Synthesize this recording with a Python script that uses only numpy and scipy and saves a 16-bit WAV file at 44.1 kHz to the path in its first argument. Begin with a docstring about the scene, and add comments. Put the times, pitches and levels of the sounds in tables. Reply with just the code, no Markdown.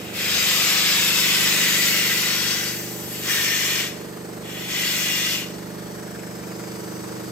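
"""Compressed air bursts from the ball valve of a compressor tank in a walled, concrete yard.
A hand works the lever twice; in the first release the palm covers the outlet and lets go, so three
bursts are heard. The jet roars in the outlet pipe, hisses off the hand and the concrete, and fizzes at
the valve seat, weaker as the tank empties. Behind it a diesel engine idles throughout. The stereo
microphone, two closely spaced ports, moves slowly about a metre past the tank and steps back."""
import sys
import numpy as np
from scipy import signal
from scipy.fft import rfft, irfft
from scipy.io import wavfile
from scipy.ndimage import uniform_filter1d

SR = 44100
rng = np.random.default_rng(int(sys.argv[2]) if len(sys.argv) > 2 else 0)


def wrap_up_sound(samples):
    """Save the sound to the file named by the first command line argument, as 16-bit audio."""
    columns = np.atleast_2d(samples).T
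    # keep every value between -1 and 1, then stretch to whole-number steps
    tamed = np.clip(columns, -1, 1)
    steps = np.round(tamed * 32767).astype(np.int16)
    wavfile.write(sys.argv[1], SR, steps)


N = 322371
T = np.arange(N) / SR
FRAME, HOP = 1024, 256
HZ = np.fft.rfftfreq(FRAME, 1 / SR)
FRAME_S = np.arange(N // HOP + 5) * HOP / SR
FIRING_HZ = 24.744

# the palm closes over the outlet, slips a little and lets go: t/s, cover/0-1
PALM_COVER = [(2.0, 0.15), (2.17, 0.21), (2.5, 0.15), (2.72, 0.48), (2.84, 0.82), (2.99, 0.97), (3.1, 0.9),
              (3.15, .66), (3.21, 0.74), (3.3, 0)]
# how openly the microphone faces the engine block: t/s, share/0-1
FACING_ENGINE = [(0, 0.5), (2.4, .42), (4.3, .42), (5.8, 0.53), (6.2, 0.58), (6.7, 0.93)]
# stereo image of engine and draught: f/Hz, left minus right/dB, left lead/rad, likeness/0-1
YARD_IMAGE = [(50, -1, 0, .98), (170, -3, -.35, .97), (500, -2.7, -.6, .65), (900, -3.4, -1, .35),
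              (1750, -1.5, -1, .55), (3400, 1, 1.3, .2), (4600, 3, 1, .6), (5800, 9, -2, .5),
              (7000, 1.6, 0, .8), (8800, 1, -1.7, .8), (9700, 0, -3.1, .99), (10600, 0, -3.2, .99),
              (11200, 0, -4, .82), (12700, 0, -6.2, .95), (14400, 0, -6.3, .96), (15700, 0, -8.5, .92)]


def air_jet(flutter_db=0.18, flutter_hz=40):
    """Roar in the pipe, hiss off hand and concrete, fizz at the seat: all share resonances and flutter."""
    # spectra of the three parts: f/Hz, level/dB
    roar_spectrum = [(100, -49), (350, -35), (900, -13.5), (1300, -8), (1900, -1.5), (2700, 1.5),
                     (3600, -1), (4400, -8), (7000, -46)]
    hiss_spectrum = [(1500, -12), (3200, -5.5), (4200, 2), (5200, 3.5), (6400, 0), (7400, -3.5),
                     (9500, -11.5), (12000, -120)]
    fizz_spectrum = [(3000, -21), (7500, 3), (9800, -3.5), (11400, 5), (12700, 0.5), (14000, -0.5),
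                     (15600, -1.5), (17000, -25)]
    shaping = outlet() * whistles() * ground_bounce() * reflections() * shimmer()
    roar_gain = flow(level_db=-21.5, lever_power=0.85, sag_db_per_s=-1.09,
                     palm_db=-22.0, palm_power=1.18, splash_db=3.0, puff_db=2.5, yard_db=-10.5)
    hiss_gain = flow(level_db=-22.0, lever_power=1.19, sag_db_per_s=-1.54,
                     palm_db=-20, palm_power=1.42, splash_db=1.1, puff_db=-0.5, yard_db=-6.0)
    fizz_gain = flow(level_db=-27.0, lever_power=0.95, sag_db_per_s=-0.77,
                     palm_db=-8.0, palm_power=1.0, splash_db=3.5, puff_db=5.5, yard_db=-14)
    roar = turbulence(roar_spectrum, shaping, roar_gain, eddies_db=0.9, surge_db=-0.13)
    hiss = turbulence(hiss_spectrum, shaping, hiss_gain, eddies_db=1.97, surge_db=0.5)
    fizz = turbulence(fizz_spectrum, shaping, fizz_gain, eddies_db=1.9, surge_db=0.4)
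    return (roar + hiss + fizz) * amp(flutter_db * wander(flutter_hz))


def turbulence(spectrum, shaping, gain, eddies_db, surge_db, surge_hz=14):
    """One region of the jet: noise blotched by eddies, surging a little about the flow."""
    # stereo image of the jet: f/Hz, left minus right/dB, left lead/rad, likeness/0-1
    jet_image = [(100, -2, 0, .95), (600, -1, -.6, .5), (1000, 0, .7, .6), (2000, -.3, .6, .62),
                 (2800, 1, 1.6, .58), (4000, 3, 1.6, .55), (5400, 11, 1.8, .2), (6400, 7, .7, .25),
                 (7100, 4, -.1, .6), (8800, 1.5, -1.9, .7), (9600, 0, -3.1, .99), (10500, 0, -3.15, .99),
                 (11200, 0, -4, .8), (12700, 0, -6.2, .93), (14400, 0, -6.3, .95), (15700, 0, -8.6, .88)]
    colour = amp(over_hz(spectrum, HZ)) * shaping
    colour /= np.linalg.norm(colour, axis=1, keepdims=True)  # resonances share out the flow's power
    surge = amp(surge_db * wander(surge_hz))
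    eddies = amp(eddies_db * patches(frames=7, bins=9))
    return gain * surge * noise(colour * eddies, jet_image)


def flow(level_db, lever_power, sag_db_per_s, palm_db, palm_power, splash_db, puff_db, yard_db):
    """Jet gain: it follows the lever, sags as air is spent, chokes under the palm and puffs when freed."""
    # the fingers feel their way into the jet: t/s, splash strength/factor
    fingers = [(.8, 0.65), (1.7, 1.18), (2.1, 0.93), (2.45, 0.026)]
    puff_s, yard_t60_s = 0.074, 0.68
    opening = lever(T)
    spent_s = np.cumsum(opening) / SR
    since_freed = T - PALM_COVER[-1][0]
    puff = (since_freed > 0) * np.exp(-abs(since_freed) / puff_s)  # air dammed behind the palm
    hand_db = palm_db * palm(T) ** palm_power + splash_db * over_time(fingers, T) + puff_db * puff
    db = level_db + sag_db_per_s * spent_s + hand_db
    direct = uniform_filter1d(opening ** lever_power * amp(db), size=700)
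    # the yard walls hold each burst for a moment
    decay = np.exp(-2 * np.log(1000) / (yard_t60_s * SR))
    yard_power = signal.lfilter([1 - decay], [1, -decay], (amp(yard_db) * direct) ** 2)
    return np.sqrt(direct ** 2 + yard_power)


def lever(t, crack_s=0.15, shut_s=0.1):
    """Opening of the valve, 0-1: it cracks, swings wide, holds and shuts."""
    # pulls: crack t/s, opening while cracked/0-1, swing t/s, swing time constant/s, shut t/s
    pulls = [(-.1, 0.13, 0.13, 0.16, 3.77), (4.41, 0.37, 4.675, 0.065, 5.316)]
    opening = 0
    for crack_at, seep, swing_at, swing_s, shut_at in pulls:
        cracked = 1 - np.exp(-np.maximum(t - crack_at, 0) / crack_s)
        swung = 1 - np.exp(-np.maximum(t - swing_at, 0) / swing_s)
        held = np.exp(-(np.maximum(t - shut_at, 0) / shut_s) ** 2)
        opening += (seep * cracked + (1 - seep) * swung) * held
    return np.clip(opening, 0, 1)


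def palm(t):
    """How far the palm covers the outlet, 0-1."""
    return over_time(PALM_COVER, t)


def outlet(ring_cracked=1.1, ring_open=1.0, palm_damping=0.2):
    """Pipe and valve resonate with the grip: most when barely open, less under the palm."""
    # outlet resonances: f/Hz, width/Hz, then base lift/dB for each of the seven grips
    resonances = [(1000, 220, 1.5, 3.5, -0.5, -4.5, -6.5, -8.5, -4.5),
                  (1030, 60, -2.5, -0.5, 1.5, 6.0, 7.5, 8.5, 2.0),
                  (1120, 60, 0.5, -2.5, 1.5, 3.0, 6.5, 6.0, 0.0),
                  (1240, 90, 1.0, 2.5, 1.0, -0.5, 5.0, 2.5, 4.5),
                  (1435, 90, 1.5, 0.5, 0.5, 3.5, 3.5, -1.0, -3.0),
                  (1585, 90, 1.0, -0.5, -0.5, 3.0, 4.5, 4.0, 4.0),
                  (1705, 60, 0.0, 1.0, 0.0, -5.5, 1.5, 0.5, -0.5),
                  (1825, 60, 0.0, -0.5, 1.0, 3.5, 1.5, 7.5, 1.0),
                  (1975, 90, 4.0, 1.5, 6.0, 6.0, 4.0, 5.5, 5.0),
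                  (2185, 60, 0.0, -1.5, 2.0, 6.0, -0.5, 2.5, 3.0),
                  (2380, 60, 2.5, 1.0, 0.5, 1.5, 0.5, 3.0, 5.5),
                  (2620, 140, 1.5, 2.5, 1.5, 0.0, -0.5, -0.5, 0.5),
                  (2800, 60, 1.0, 1.0, 2.5, 1.0, 1.0, 5.0, 7.5),
                  (3070, 220, -0.5, -1.0, 1.5, 2.0, 0.0, 2.5, 3.0),
                  (3385, 90, 2.0, 2.0, 1.0, 1.5, 0.5, 5.0, 6.0),
                  (3685, 220, 2.0, 3.5, 2.0, 2.0, -0.5, 0.5, 1.0),
                  (3910, 90, 2.5, 0.5, 2.0, -2.5, 1.0, -5.0, -4.0),
                  (4225, 60, 1.5, 0.5, 1.5, 2.0, 1.5, 5.0, 4.0),
                  (4585, 90, 0.0, 0.5, 1.5, 5.5, 5.0, 3.0, 1.5),
                  (4840, 140, 2.0, 5.0, 0.5, -1.0, -0.5, -5.0, -4.5),
                  (5050, 90, 6.0, 2.0, 3.0, 1.0, 3.5, 5.0, 0.5),
                  (5380, 90, 4.5, 4.0, -0.5, 3.0, 1.5, 3.0, 3.5),
                  (5485, 60, -5.5, -3.5, -6.0, -1.5, -0.5, -3.0, -0.5),
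                  (5620, 90, 0.5, 1.5, 0.0, 4.5, 6.0, 0.5, 7.0),
                  (5785, 60, 0.0, 0.5, 0.0, -0.5, 0.0, 8.0, 2.0),
                  (6025, 220, -0.5, -0.5, 0.0, 0.0, 5.5, 1.0, 0.5),
                  (6445, 90, 0.5, 0.0, 2.5, 2.5, 2.0, 4.0, 4.0),
                  (7240, 400, 2.5, 2.0, 4.0, 0.5, 0.0, 1.5, 2.0),
                  (7885, 220, 0.0, 1.5, 3.5, 1.5, 1.0, 1.5, -0.5),
                  (8755, 400, 2.5, 2.0, 0.0, 2.5, 3.0, 2.5, 2.5)]
    # how the valve is held: t/s, grip/index (0 swinging open, 1 wide open, 2 fingers near the jet,
    # 3 fingers in it, 4 palm closing in, 5 palm beside it, 6 part open)
    grips = [(.45, 0), (1.05, 1), (1.55, 2), (2.05, 3), (2.55, 4), (3.0, 4), (3.28, 5), (4.0, 5), (4.4, 6)]
    t = FRAME_S[:, None]
    ring = (ring_cracked + (ring_open - ring_cracked) * lever(t)) * (1 - palm_damping * palm(t))
    modes = np.array(resonances, float)
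    shapes = bell(modes[:, :1], modes[:, 1:2])
    lifts_db = crossfade(grips, FRAME_S, states=7) @ modes[:, 2:].T
    return amp(ring * (lifts_db @ shapes))


def whistles():
    """Airy whistles and spurts flare as the jet catches an edge of the valve or the hand."""
    # flares: t/s, half length/s, f/Hz, width/Hz, lift/dB
    flares = [(.05, .12, 2650, 450, 7), (.2, .1, 2020, 120, 5.5), (.55, .07, 1950, 100, 4),
              (2.65, .11, 6120, 170, 5), (3.15, .03, 3000, 1100, 6), (3.31, .025, 5820, 450, 9),
              (3.29, .05, 1150, 600, 5), (1.7, .4, 1980, 90, 3), (4.8, .45, 1980, 160, 4.5),
              (4.55, .15, 3000, 200, 4)]
    t = FRAME_S[:, None]
    return amp(sum(db * swell(t, at, half_s) * bell(hz, width) for at, half_s, hz, width, db in flares))


def ground_bounce(share=0.16):
    """The bounce off the concrete combs the jet; the teeth slide down as the microphone nears."""
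    # lag of the bounce behind the direct sound: t/s, delay/ms
    bounce_delay = [(0, 1.53), (.35, 1.58), (.8, 1.74), (1.6, 2.04), (2.1, 2.09), (3.5, 2.07), (5, 2.03)]
    return abs(1 + share * delayed(over_time(bounce_delay, FRAME_S[:, None])))


def reflections():
    """Nearby surfaces comb the spectrum; the teeth slide while the microphone moves."""
    # microphone path: t/s, position/m
    path = [(0, 0.12), (1.9, 0.77), (3, 0.88), (5.5, 1.214), (7.3, 0.25)]
    # echoes off the surfaces: delay/ms, share/0-1, drift/(ms per m)
    echoes = [(6.3, .14, .5), (11.2, .19, -.7), (17.5, .17, .9)]
    metres = over_time(path, FRAME_S[:, None])
    return abs(1 + sum(share * delayed(ms + drift * metres) for ms, share, drift in echoes))


def shimmer(depth_db=1.5):
    """Fine resonances come and go at random, as when hand and microphone shift."""
    return amp(depth_db * patches(frames=40, bins=3))


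def exhaust(cycles, waver_db=1.06, waver_hz=1.943, scatter_hz=900, top_harmonic=40):
    """Each firing of the diesel sends a falling bark and then a boom out of the silencer."""
    # exhaust note and one faint whine: harmonic/number, then level/dB at each of four positions
    note = [(2, -67.5, -61.5, -63.5, -64.0), (3, -65.5, -63.5, -62.5, -71.0),
            (4, -49.0, -67.0, -68.0, -55.0), (5, -47.5, -44.5, -45.5, -44.5),
            (6, -65.5, -59.0, -59.0, -61.5), (7, -43.5, -40.0, -42.0, -42.0),
            (8, -42.5, -43.5, -45.5, -41.5), (9, -50.0, -44.5, -46.5, -49.5),
            (10, -48.5, -49.5, -50.5, -51.0), (11, -61.0, -50.5, -51.5, -58.5),
            (12, -57.5, -54.0, -56.0, -50.5), (13, -46.0, -44.0, -45.5, -42.0),
            (14, -48.5, -44.5, -46.5, -43.5), (15, -51.5, -53.0, -52.0, -54.5),
            (16, -53.0, -56.5, -55.5, -50.0), (17, -49.5, -44.5, -46.0, -50.5),
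            (18, -48.5, -49.0, -51.5, -45.5), (19, -58.5, -51.5, -51.0, -50.5),
            (20, -49.0, -49.5, -52.0, -58.0), (21, -49.0, -56.5, -60.5, -53.0),
            (22, -56.5, -54.5, -58.5, -59.5), (23, -56.5, -54.0, -57.0, -60.0),
            (24, -55.5, -52.5, -50.5, -52.5), (25, -59.5, -58.5, -60.5, -60.0),
            (26, -65.5, -58.0, -60.0, -58.5), (27, -58.5, -61.5, -61.5, -67.0),
            (28, -55.5, -57.0, -58.0, -55.5)]
    whine = (39, -75, -70, -66, -53)
    # microphone: t/s, position/index (0 walking up, 1 nearing, 2 beside the valve, 3 stepped back)
    positions = [(.35, 0), (1.5, 1), (2.0, 1), (2.8, 2), (5.9, 2), (6.7, 3)]
    # arrival of the bark after the firing: f/Hz, lag/cycles
    bark_lag = [(250, .32), (330, .24), (480, .1), (560, .15), (650, .35), (1000, .35)]
    boom_top_hz, boom_lag_cycles = 235, 0.82
    slap_cycles, slap_rad = 0.27, 0.8  # the yard repeats each bark
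    overtone_db, db_per_octave = -60, -21  # above the listed lines the note dies away evenly
    blend = crossfade(positions, T, states=4)
    levels_db = {row[0]: np.array(row[1:]) for row in [*note, whine]}
    lag_phase, sound = 0, np.zeros((2, N))
    for k in range(2, top_harmonic + 1):
        hz = np.array([k * FIRING_HZ])
        is_bark = hz[0] > boom_top_hz
        lag = over_hz(bark_lag, hz) if is_bark else boom_lag_cycles
        lag_phase += 2 * np.pi * lag  # lag is the slope of phase from line to line
        rolloff_db = overtone_db + db_per_octave * np.log2(k / note[-1][0])
        db = blend @ levels_db[k] if k in levels_db else rolloff_db
        gain = amp(db + waver_db * wander(waver_hz))
        # reflections in the yard turn the higher lines differently at each port
        stray = np.array([wander(top_hz=0.96) for _ in range(2)]) * hz / scatter_hz
        slap = slap_rad * np.sin(2 * np.pi * k * slap_cycles) * is_bark
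        phase = 2 * np.pi * (k * cycles - boom_lag_cycles) - lag_phase + stray + slap
        ports = port_gains(YARD_IMAGE, hz)
        sound += gain * abs(ports) * np.cos(phase + np.angle(ports))
    return np.sqrt(2) * sound


def clatter(cycles, level_db=-41.5, facing_db=3.5, blotch_db=0.9, throb_db=1.3):
    """The engine's mechanical hiss throbs with the firings."""
    # engine hiss and yard air: f/Hz, level/dB
    spectrum = [(60, -27), (130, -2.5), (450, 1), (700, -1.5), (900, -3), (1650, -9), (2300, -11),
                (3600, -13.5), (5000, -13.5), (6500, -13), (7200, -16), (8200, -12.5), (9300, -13.5),
                (11500, -13.5), (13800, -19), (16000, -22)]
    blotches_db = blotch_db * patches(frames=40, bins=6)
    colour = amp(over_hz(spectrum, HZ) + blotches_db) * reflections() * tank_bounce()
    throb = amp(throb_db * np.cos(2 * np.pi * (cycles - 0.33)))
    gain = amp(level_db + facing_db * over_time(FACING_ENGINE, T))
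    return gain * unit_rms(throb * noise(colour, YARD_IMAGE))


def knock(cycles, level_db=-52.5, facing_db=8.0, uneven_db=1.5, rattle_db=1.2):
    """Every firing raps the engine block: a quick rise and a rattling decay, each a little different."""
    # diesel knock: f/Hz, level/dB
    spectrum = [(400, -6), (750, -8), (1150, 3), (1750, 2), (2300, -5), (3000, -21), (5000, -17)]
    firing, age = np.divmod(cycles + 0.85, 1)  # age in firing cycles
    rap = 0.14 + strike(age, rise=0.08, decay=0.42)
    strength_db = uneven_db * rng.standard_normal(int(firing[-1]) + 1)[firing.astype(int)]
    strength_db += rattle_db * unit_rms(uniform_filter1d(rng.standard_normal(N), size=180))
    block = noise(amp(over_hz(spectrum, HZ)) * reflections() * tank_bounce(), YARD_IMAGE)
    gain = amp(level_db + facing_db * over_time(FACING_ENGINE, T))
    return gain * unit_rms(rap * amp(strength_db) * block)


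def hard_knocks(rise_s=0.002, decay_s=0.0082):
    """Near the end a few firings rap more sharply and brightly than the rest."""
    # hard raps: t/s, level before the envelope/dB
    raps = [(6.191, -38), (6.231, -40), (6.311, -45), (6.433, -37), (6.516, -37), (6.635, -41),
            (6.716, -41), (6.757, -39)]
    # their spectrum: f/Hz, level/dB
    spectrum = [(900, -22), (1700, 0), (2400, 6), (3300, -20), (6000, -40)]
    gain = sum(amp(db) * strike(np.maximum(T - at, 0), rise_s, decay_s) for at, db in raps)
    return gain * noise(amp(over_hz(spectrum, HZ)), YARD_IMAGE)


def tank_bounce():
    """Bounces off the tank lift bands of the engine noise, which slide as the microphone moves."""
    # bright bands: width/Hz, curve of (t/s, f/Hz, lift/dB)
    bands = [(250, [(5.6, 1750, 2), (6.1, 1660, 5), (6.6, 1650, 0)]), (400, [(5.3, 4450, 3),
             (5.75, 4450, 7), (6.2, 4550, 0)]), (620, [(5.6, 5600, 1.5), (5.95, 5700, 5), (6.2, 5300, 5),
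             (6.5, 5080, 6), (6.7, 4700, 6), (7.3, 4780, 5)]), (500, [(6.3, 6400, 0), (6.6, 6000, 4.5),
             (7.05, 5780, 6), (7.3, 5900, 4)]), (650, [(5.6, 8200, 4), (6.1, 7950, 5), (6.62, 7480, 5),
             (6.88, 8130, 5), (7.3, 7850, 4)])]
    t = FRAME_S[:, None]
    return amp(sum(over_time(curve, t, column=2) * bell(over_time(curve, t), width)
                   for width, curve in bands))


def draught(level_db=-56):
    """A faint steady draught rumbles on the microphone, and one gust brushes it."""
    # wind rumble: f/Hz, level/dB
    spectrum = [(15, -30), (45, -4), (80, 20), (130, -1), (300, -33)]
    # air turned aside by the hand: t/s, half length/s, level/dB
    gust = (2.12, 0.076, -58)
    at, half_s, gust_db = gust
    gain = amp(level_db) + amp(gust_db) * swell(T, at, half_s)
    return gain * noise(amp(over_hz(spectrum, HZ)), YARD_IMAGE)


def noise(colour, image):
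    """Stereo noise of rms 1 with a steady or moving colour, partly alike at the two ports."""
    a, b, c, d = rng.standard_normal((4, len(FRAME_S), len(HZ)))
    likeness = over_hz(image, HZ, column=3)
    left = a + 1j * b
    right = likeness * left + np.sqrt(1 - likeness ** 2) * (c + 1j * d)
    spectra = np.array([left, right]) * colour * port_gains(image, HZ)[:, None]
    _, sound = signal.istft(spectra.swapaxes(1, 2), nperseg=FRAME, noverlap=FRAME - HOP)
    return unit_rms(sound[:, :N])


def port_gains(image, hz):
    """Complex gain of the left and right microphone port at each frequency."""
    half = amp(over_hz(image, hz) / 2) * np.exp(0.5j * over_hz(image, hz, column=2))
    pair = np.array([half, 1 / half])
    return pair / np.sqrt(np.mean(abs(pair) ** 2, axis=0))


def wander(top_hz):
    """Slow random drift at every sample, rms about 1."""
    rates = np.geomspace(top_hz / 10, top_hz, num=20)[:, None]
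    waves = np.sin(2 * np.pi * (rates * FRAME_S + rng.random(rates.shape))) / np.sqrt(rates)
    return np.interp(T, FRAME_S, unit_rms(waves.sum(0)))


def patches(frames, bins):
    """Random blotches over time and frequency, rms 1."""
    field = rng.standard_normal((len(FRAME_S), len(HZ)))
    return unit_rms(uniform_filter1d(uniform_filter1d(field, frames, axis=0), bins, axis=1))


def bell(hz, width_hz):
    """Shape of one resonance over frequency, top 1."""
    return 1 / (1 + (2 * (HZ - hz) / width_hz) ** 2)


def delayed(ms):
    """Frequency response of a delay."""
    return np.exp(-2j * np.pi * HZ * ms / 1000)


def swell(t, at, half_s):
    """Smooth rise and fall, top 1."""
    return np.exp(-((t - at) / half_s) ** 2)


def strike(age, rise, decay):
    """Envelope of one rap."""
    return (1 - np.exp(-age / rise)) * np.exp(-age / decay)


def crossfade(curve, t, states):
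    """Weights of numbered states as a curve glides between them."""
    return np.maximum(1 - abs(over_time(curve, t)[:, None] - np.arange(states)), 0)


def over_hz(rows, hz, column=1):
    """Reads one column of a table on a log-frequency axis."""
    columns = np.transpose(rows)
    return np.interp(np.log(hz + 1), np.log(columns[0] + 1), columns[column])


def over_time(rows, t, column=1):
    """Reads one column of a table at times t."""
    columns = np.transpose(rows)
    return np.interp(t, columns[0], columns[column])


def amp(db):
    """Decibels to gain."""
    return 10 ** (np.asarray(db) / 20)


def unit_rms(x):
    """Scales to rms 1."""
    return x / np.sqrt(np.mean(x ** 2) + 1e-20)


def scene():
    """Escaping air in front, the idling diesel behind, a slight draught on the microphone."""
    firing_hz = FIRING_HZ * (1 + 0.001 * wander(top_hz=8))
    cycles = 0.036 + np.cumsum(firing_hz) / SR
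    return air_jet() + exhaust(cycles) + clatter(cycles) + knock(cycles) + hard_knocks() + draught()


def record(dry, low_cut_hz=36, high_cut_hz=15800):
    """The low cut and the band limit of the recorder."""
    hz = np.fft.rfftfreq(N, 1 / SR)
    thinned = irfft(rfft(dry) * hz ** 4 / (hz ** 4 + low_cut_hz ** 4), N)
    band_limit = signal.firwin(511, high_cut_hz, window=("kaiser", 9), fs=SR)
    return signal.oaconvolve(thinned, band_limit[None], "same")


dry = scene()
out = record(dry)
wrap_up_sound(out)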